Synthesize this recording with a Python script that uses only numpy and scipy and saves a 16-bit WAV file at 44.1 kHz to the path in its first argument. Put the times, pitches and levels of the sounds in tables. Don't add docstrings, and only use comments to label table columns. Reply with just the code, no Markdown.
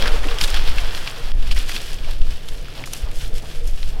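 import sys
import numpy as np
from scipy import signal
from scipy.fft import rfft, irfft
from scipy.io import wavfile
from scipy.ndimage import uniform_filter1d

SR = 44100
rng = np.random.default_rng(int(sys.argv[2]) if len(sys.argv) > 2 else 0)


def transcribe(u):
    v = np.clip(np.atleast_2d(u).T, -1, 1)
    q = np.round(v * 32767).astype(np.int16)
    wavfile.write(sys.argv[1], SR, q)


N = 176400

# (time [s], level [dB])
RUSTLE_LEVEL = [(0, -37.5), (.16, -33), (.2, -37.5), (.29, -34), (.55, -36), (.8, -36), (1.04, -37),
                (1.31, -39), (1.34, -48.5), (1.48, -38.5), (1.6, -63), (1.95, -44.5), (2.2, -47),
                (2.55, -46), (2.7, -45.5), (3.0, -44.5), (3.3, -49), (3.65, -54), (4, -45)]
# (time of the height [s], length [s], level [dB], relative treble [dB])
STEM_SWISHES = [(0.008, 0.071, -29.5, 1), (0.076, 0.012, -24, -2), (0.314, 0.011, -28.5, -21),
                (0.429, 0.041, -27.5, 12), (0.495, 0.04, -31.5, 7.5), (0.567, 0.076, -27, -21),
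                (0.68, 0.063, -31, -2), (0.79, 0.048, -30.5, 0), (0.973, 0.061, -37, 9),
                (1.323, 0.026, -56, -22), (1.47, 0.023, -40.5, 5), (1.521, 0.018, -29.5, 4),
                (1.57, 0.011, -30.5, 1), (1.592, 0.081, -31.5, 5), (1.695, 0.042, -29.5, 6.5),
                (1.752, 0.046, -31, 8), (1.852, 0.14, -34.5, 7), (2.087, 0.11, -38.5, 3.5),
                (2.32, 0.11, -41, 6), (2.503, 0.11, -48, 14), (2.784, 0.063, -38.5, 3.5),
                (2.956, 0.081, -44.5, 17.5), (3.169, 0.06, -47, 17.5), (3.231, 0.073, -38, 11),
                (3.369, 0.041, -38.5, 10.5), (3.515, 0.15, -41.5, 10), (3.684, 0.061, -46, 14),
                (3.823, 0.15, -44.5, 9.5), (3.893, 0.026, -43, 12.5)]
# (frequency [Hz], relative level [dB])
RUSTLE_COLOUR = [(300, -40), (700, -7.5), (1100, -6.5), (1650, -1.5), (2050, -5), (2700, 0.5), (3350, 2),
                 (3850, -3.5), (4400, -3), (5500, -6.5), (6400, -18), (9000, -21), (15000, -25)]
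# (frequency [Hz], relative level [dB])
TIP_COLOUR = [(2000, -23), (5000, 5), (7700, 2), (9500, 1), (12500, -2.5), (15800, -15)]
# (time [s], level [dB])
FAR_RUSH_LEVEL = [(0, -31.5), (.14, -32.5), (.2, -38), (.8, -40), (1.2, -41.5), (1.4, -44), (1.9, -43),
                  (2.3, -46), (3.0, -44.5), (3.5, -43.5), (4, -48.5)]
# (frequency [Hz], relative level [dB])
FAR_RUSH_COLOUR = [(100, -1), (200, -0.5), (400, 0.5), (520, 1), (700, -2.5), (950, -14), (1500, -14.5),
                   (2500, -12.5), (6000, -45)]
# (frequency [Hz], relative level [dB])
RUMBLE_COLOUR = [(20, 6.5), (55, -4), (100, 5.5), (170, -6.5), (260, -14), (600, -38)]
# (frequency [Hz], width [Hz], level [dB])
DRONE_TONES = [(99.4, 8.2, -49.5), (129.3, 9.1, -50.5), (147.2, 4.3, -52)]
# (time [s], relative level [dB])
GUST_LEVEL = [(0.0, -19.5), (.17, -15), (0.25, -20), (.5, -20.5), (0.62, -15), (0.74, -17), (.93, -22),
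              (1.15, -35.5), (1.32, -16.5), (1.58, -16), (1.73, -30), (1.93, -27.5), (2.25, -14.5),
              (2.42, -32.5), (2.55, -23.5), (2.72, -38.5), (3.0, -33), (3.06, -27), (3.35, -20),
              (3.48, -35.5), (3.61, -20.5), (3.92, -20.5), (4.0, -24)]
# (frequency [Hz], relative level [dB])
GUST_COLOUR = [(3, -5.5), (9, -6.5), (15, 1.5), (22, -12), (30, -12.5), (40, -22), (52, -22.5), (80, -40),
               (130, -54), (250, -52), (600, -133)]
# (time [s], pitch [Hz], level [dB])
GROAN_COURSE = [(0, 409.3, -48), (.06, 472, -41), (.12, 450.5, -38), (.165, 438, -31.5), (.195, 444, -52),
                (.26, 493.5, -43), (.36, 449, -37), (.43, 450, -80)]
# (time [s], relative level [dB], ring [Hz], relative treble [dB], tear decay [s])
TWIG_SNAPS = [(0.0576, -8.5, 1500, -27, 0.0063), (.286, -12, 2650, -41, 0.0028),
              (0.3859, -8, 2890, -16.5, 0.0018), (0.412, -8, 2640, -17, 0.0026),
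              (0.4121, -2, 5100, -21, 0.0034), (0.4385, -9.5, 3540, -15, 0.009),
              (0.677, -14, 3740, -28, 0.0023), (0.7832, -8.5, 2660, -28, 0.0041),
              (1.0755, -10, 2740, -43, 0.0042), (1.5112, -14.5, 2750, -58, 0.0022),
              (1.5133, -12.5, 4430, -29, 0.0072), (1.562, -20, 2070, -15, 0.0088),
              (1.6943, -9.5, 2050, -28, 0.0027), (1.7645, -7.5, 3250, -39, 0.0022),
              (2.045, -20.5, 2640, -22, 0.0033), (2.1098, -21.5, 4200, -8.5, 0.003),
              (2.217, -24, 2980, -38, 0.0025), (2.486, -19, 3000, -10.5, 0.0043),
              (2.655, -27, 2500, -27, 0.0032), (2.683, -27, 1400, -13, 0.0031),
              (2.839, -16.5, 2120, -33, .002), (2.857, -28.5, 3670, -5, 0.031),
              (2.874, -21.5, 1150, -16, 0.003), (2.931, -23.5, 3340, -6, 0.0034),
              (2.9342, -14, 4230, -2, 0.0025), (3.114, -26, 2350, -8, 0.0035),
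              (3.674, -26, 4460, -3, 0.0063), (3.8301, -15, 3420, -28, 0.0016)]
# (time of the height [s], length [s], level [dB], centre [Hz])
UNDERGROWTH_SCUFFS = [(0.067, 0.073, -31, 1180), (0.241, .012, -29, 1590), (0.264, 0.023, -31.5, 312),
                      (0.439, 0.034, -33, 200), (1.758, 0.034, -43, 230), (2.087, 0.024, -40, 684),
                      (2.795, 0.044, -40, 600), (2.813, 0.025, -36.5, 232), (3.077, 0.05, -42.5, 810),
                      (3.442, 0.024, -40, 577), (3.964, 0.1, -43, 530)]
# (time [s], peak level [dB], frequency [Hz])
EDDY_THUMPS = [(0.597, -25, 36), (0.817, -20, 39.7), (1.58, -14.5, 35.4), (2.212, -17, 32.3),
               (2.321, -24, 32.4), (3.042, -13, 34.7), (3.232, -26, 64.6)]


def undb(db):
    return 10 ** (np.asarray(db) / 20)


def unit(x):
    return x / np.sqrt(np.mean(x ** 2) + 1e-18)


def curve(rows):
    return np.interp(np.arange(N) / SR, *np.array(rows).T)


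def colour(x, points):
    hz, db = np.array(points, float).T
    bins_hz = np.maximum(np.arange(N // 2 + 1) * SR / N, 1)
    gain = unit(undb(np.interp(np.log(bins_hz), np.log(hz), db)))
    cepstrum = irfft(np.log(gain), N)
    cepstrum[1:N // 2] *= 2
    cepstrum[N // 2 + 1:] = 0
    return irfft(rfft(x) * np.exp(rfft(cepstrum)), N)


def resonate(x, hz, width_hz):
    b, a = signal.iirpeak(hz, hz / width_hz, fs=SR)
    return unit(signal.lfilter(b, a, signal.lfilter(b, a, x)))


def walk(rate_hz):
    hold = int(SR / rate_hz)
    steps = np.repeat(rng.standard_normal(N)[:N // hold + 1], hold)
    return unit(uniform_filter1d(steps, hold)[:N])


def die_away(impulses, decay_s):
    return signal.lfilter([1], [1, -np.exp(-1 / (decay_s * SR))], impulses)


def leaf_ticks(per_s=5000, scatter_db=3.5, hiss_share=0.45):
    hits = rng.random(N) < per_s / SR
    size = undb(scatter_db * np.minimum(rng.exponential(size=N), 6))
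    near = unit(hits * size * rng.choice([-1, 1], N))
    return np.sqrt(1 - hiss_share) * near + np.sqrt(hiss_share) * rng.standard_normal(N)


def crackle_gain(db, per_s=60, scatter_db=3.5):
    caught = rng.random(N) < per_s / SR
    size = undb(db + scatter_db * np.minimum(rng.exponential(size=N), 2.5))
    return unit(np.sqrt(1 + die_away(caught * size ** 2, decay_s=0.0025)))


def leaf_pops(per_s=40):
    power = (rng.random(N) < per_s / SR) * rng.exponential(size=N)
    return undb(10) * np.sqrt(die_away(power, decay_s=.0009)) * rng.standard_normal(N)


def brush(rise_share=0.45):
    t = np.arange(N) / SR
    stem_power = undb(curve(RUSTLE_LEVEL)) ** 2
    tip_power = stem_power * undb(-10) ** 2
    for at, length, db, treble_db in STEM_SWISHES:
        slope_s = length * np.where(t < at, rise_share, 1 - rise_share)
        swish_power = undb(db) ** 2 * np.exp(-((t - at) / slope_s) ** 2)
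        stem_power += swish_power
        tip_power += swish_power * undb(treble_db - 14) ** 2
    flutter = undb(0.87 * walk(rate_hz=45.02))
    tips = unit(leaf_ticks() * crackle_gain(db=-6.5) + leaf_pops()) * np.sqrt(tip_power)
    stems = leaf_ticks() * crackle_gain(db=-0.5) * np.sqrt(stem_power)
    return colour(stems * flutter, RUSTLE_COLOUR) + colour(tips * flutter, TIP_COLOUR)


def boughs(growth=1.71):
    stir = unit(undb(growth * curve(RUSTLE_LEVEL)))
    return undb(-42.5) * stir * resonate(leaf_ticks(), hz=1040, width_hz=1970)


def distant_air():
    rush = colour(rng.standard_normal(N), FAR_RUSH_COLOUR) * undb(.6 * walk(rate_hz=13))
    hollow = resonate(rng.standard_normal(N), hz=470.3, width_hz=40.6)
    hollow *= undb(-12.5 + 6.5 * walk(rate_hz=13))
    rumble = undb(-40.5) * colour(rng.standard_normal(N), RUMBLE_COLOUR)
    return (rush + hollow) * undb(curve(FAR_RUSH_LEVEL)) + rumble


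def distant_drone():
    return sum(undb(db) * resonate(rng.standard_normal(N), hz, width) for hz, width, db in DRONE_TONES)


def wind_buffeting():
    eddies = colour(rng.standard_normal(N), GUST_COLOUR)
    running_rms = np.sqrt(uniform_filter1d(np.abs(signal.hilbert(eddies)) ** 2 / 2, size=6000))
    return eddies / running_rms * undb(curve(GUST_LEVEL) + 6.5)


def groan(rough_share=.72, waver_hz=60):
    pitch_hz = curve([(at, hz) for at, hz, _ in GROAN_COURSE])
    level_db = curve([(at, db) for at, _, db in GROAN_COURSE])
    roughness = walk(waver_hz) + 1j * walk(waver_hz)
    waver = np.sqrt(1 - rough_share) + np.sqrt(rough_share / 2) * roughness
    tone = np.exp(2j * np.pi * np.cumsum(pitch_hz) / SR)
    return unit(np.real(waver * tone)) * undb(level_db)


def twigs(relative_width=.3, splinter_decay_s=0.0059):
    wood, crack, splinters = np.zeros((3, N))
    age = np.arange(6000) / SR
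    for at, db, hz, treble_db, tear_s in TWIG_SNAPS:
        span = slice(int(at * SR), int(at * SR) + len(age))
        tear = np.exp(-age / tear_s) * rng.standard_normal(len(age))
        ring = np.exp(-np.pi * relative_width * hz * age) * np.cos(2 * np.pi * hz * age)
        fibres = signal.fftconvolve(tear, ring / np.linalg.norm(ring))[:len(age)]
        wood[span] += undb(db) * (ring + undb(-6) * fibres)
        crack[span] += undb(db + treble_db) * tear
        splinters[span] += undb(db) * np.exp(-age / splinter_decay_s)
    wood = signal.sosfilt(signal.butter(4, [600, 5800], "band", fs=SR, output="sos"), wood)
    snaps = wood + colour(crack, TIP_COLOUR)
    return undb(-4) * snaps + undb(-18.5) * colour(splinters * leaf_ticks(), RUSTLE_COLOUR)


def scuffs(relative_width=1.15):
    t, grains, out = np.arange(N) / SR, leaf_ticks(), 0
    for at, length, db, hz in UNDERGROWTH_SCUFFS:
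        swell = np.exp(-2 * ((t - at) / length) ** 2)
        out += undb(db) * swell * resonate(grains, hz, hz * relative_width)
    return out


def wind_thumps():
    t, out = np.arange(N) / SR, 0
    for at, db, hz in EDDY_THUMPS:
        phase = 2 * np.pi * hz * (t - at)
        out -= undb(db) * phase * np.exp((1 - phase ** 2) / 2)
    return out


def brief_dip(at_s=1.3288, length_s=.0095, depth_db=-32):
    inside = np.abs(np.arange(N) / SR - at_s) < length_s / 2
    return undb(depth_db * uniform_filter1d(inside.astype(float), size=80))


def scene():
    vegetation = brush() + boughs() + twigs() + scuffs() + groan()
    clearing = (vegetation + distant_air()) * brief_dip()
    return (clearing + distant_drone() + wind_buffeting() + wind_thumps())[None]


def record(dry):
    return signal.sosfilt(signal.ellip(10, .2, 80, 15800, fs=SR, output="sos"), dry)


dry = scene()
out = record(dry)
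transcribe(out)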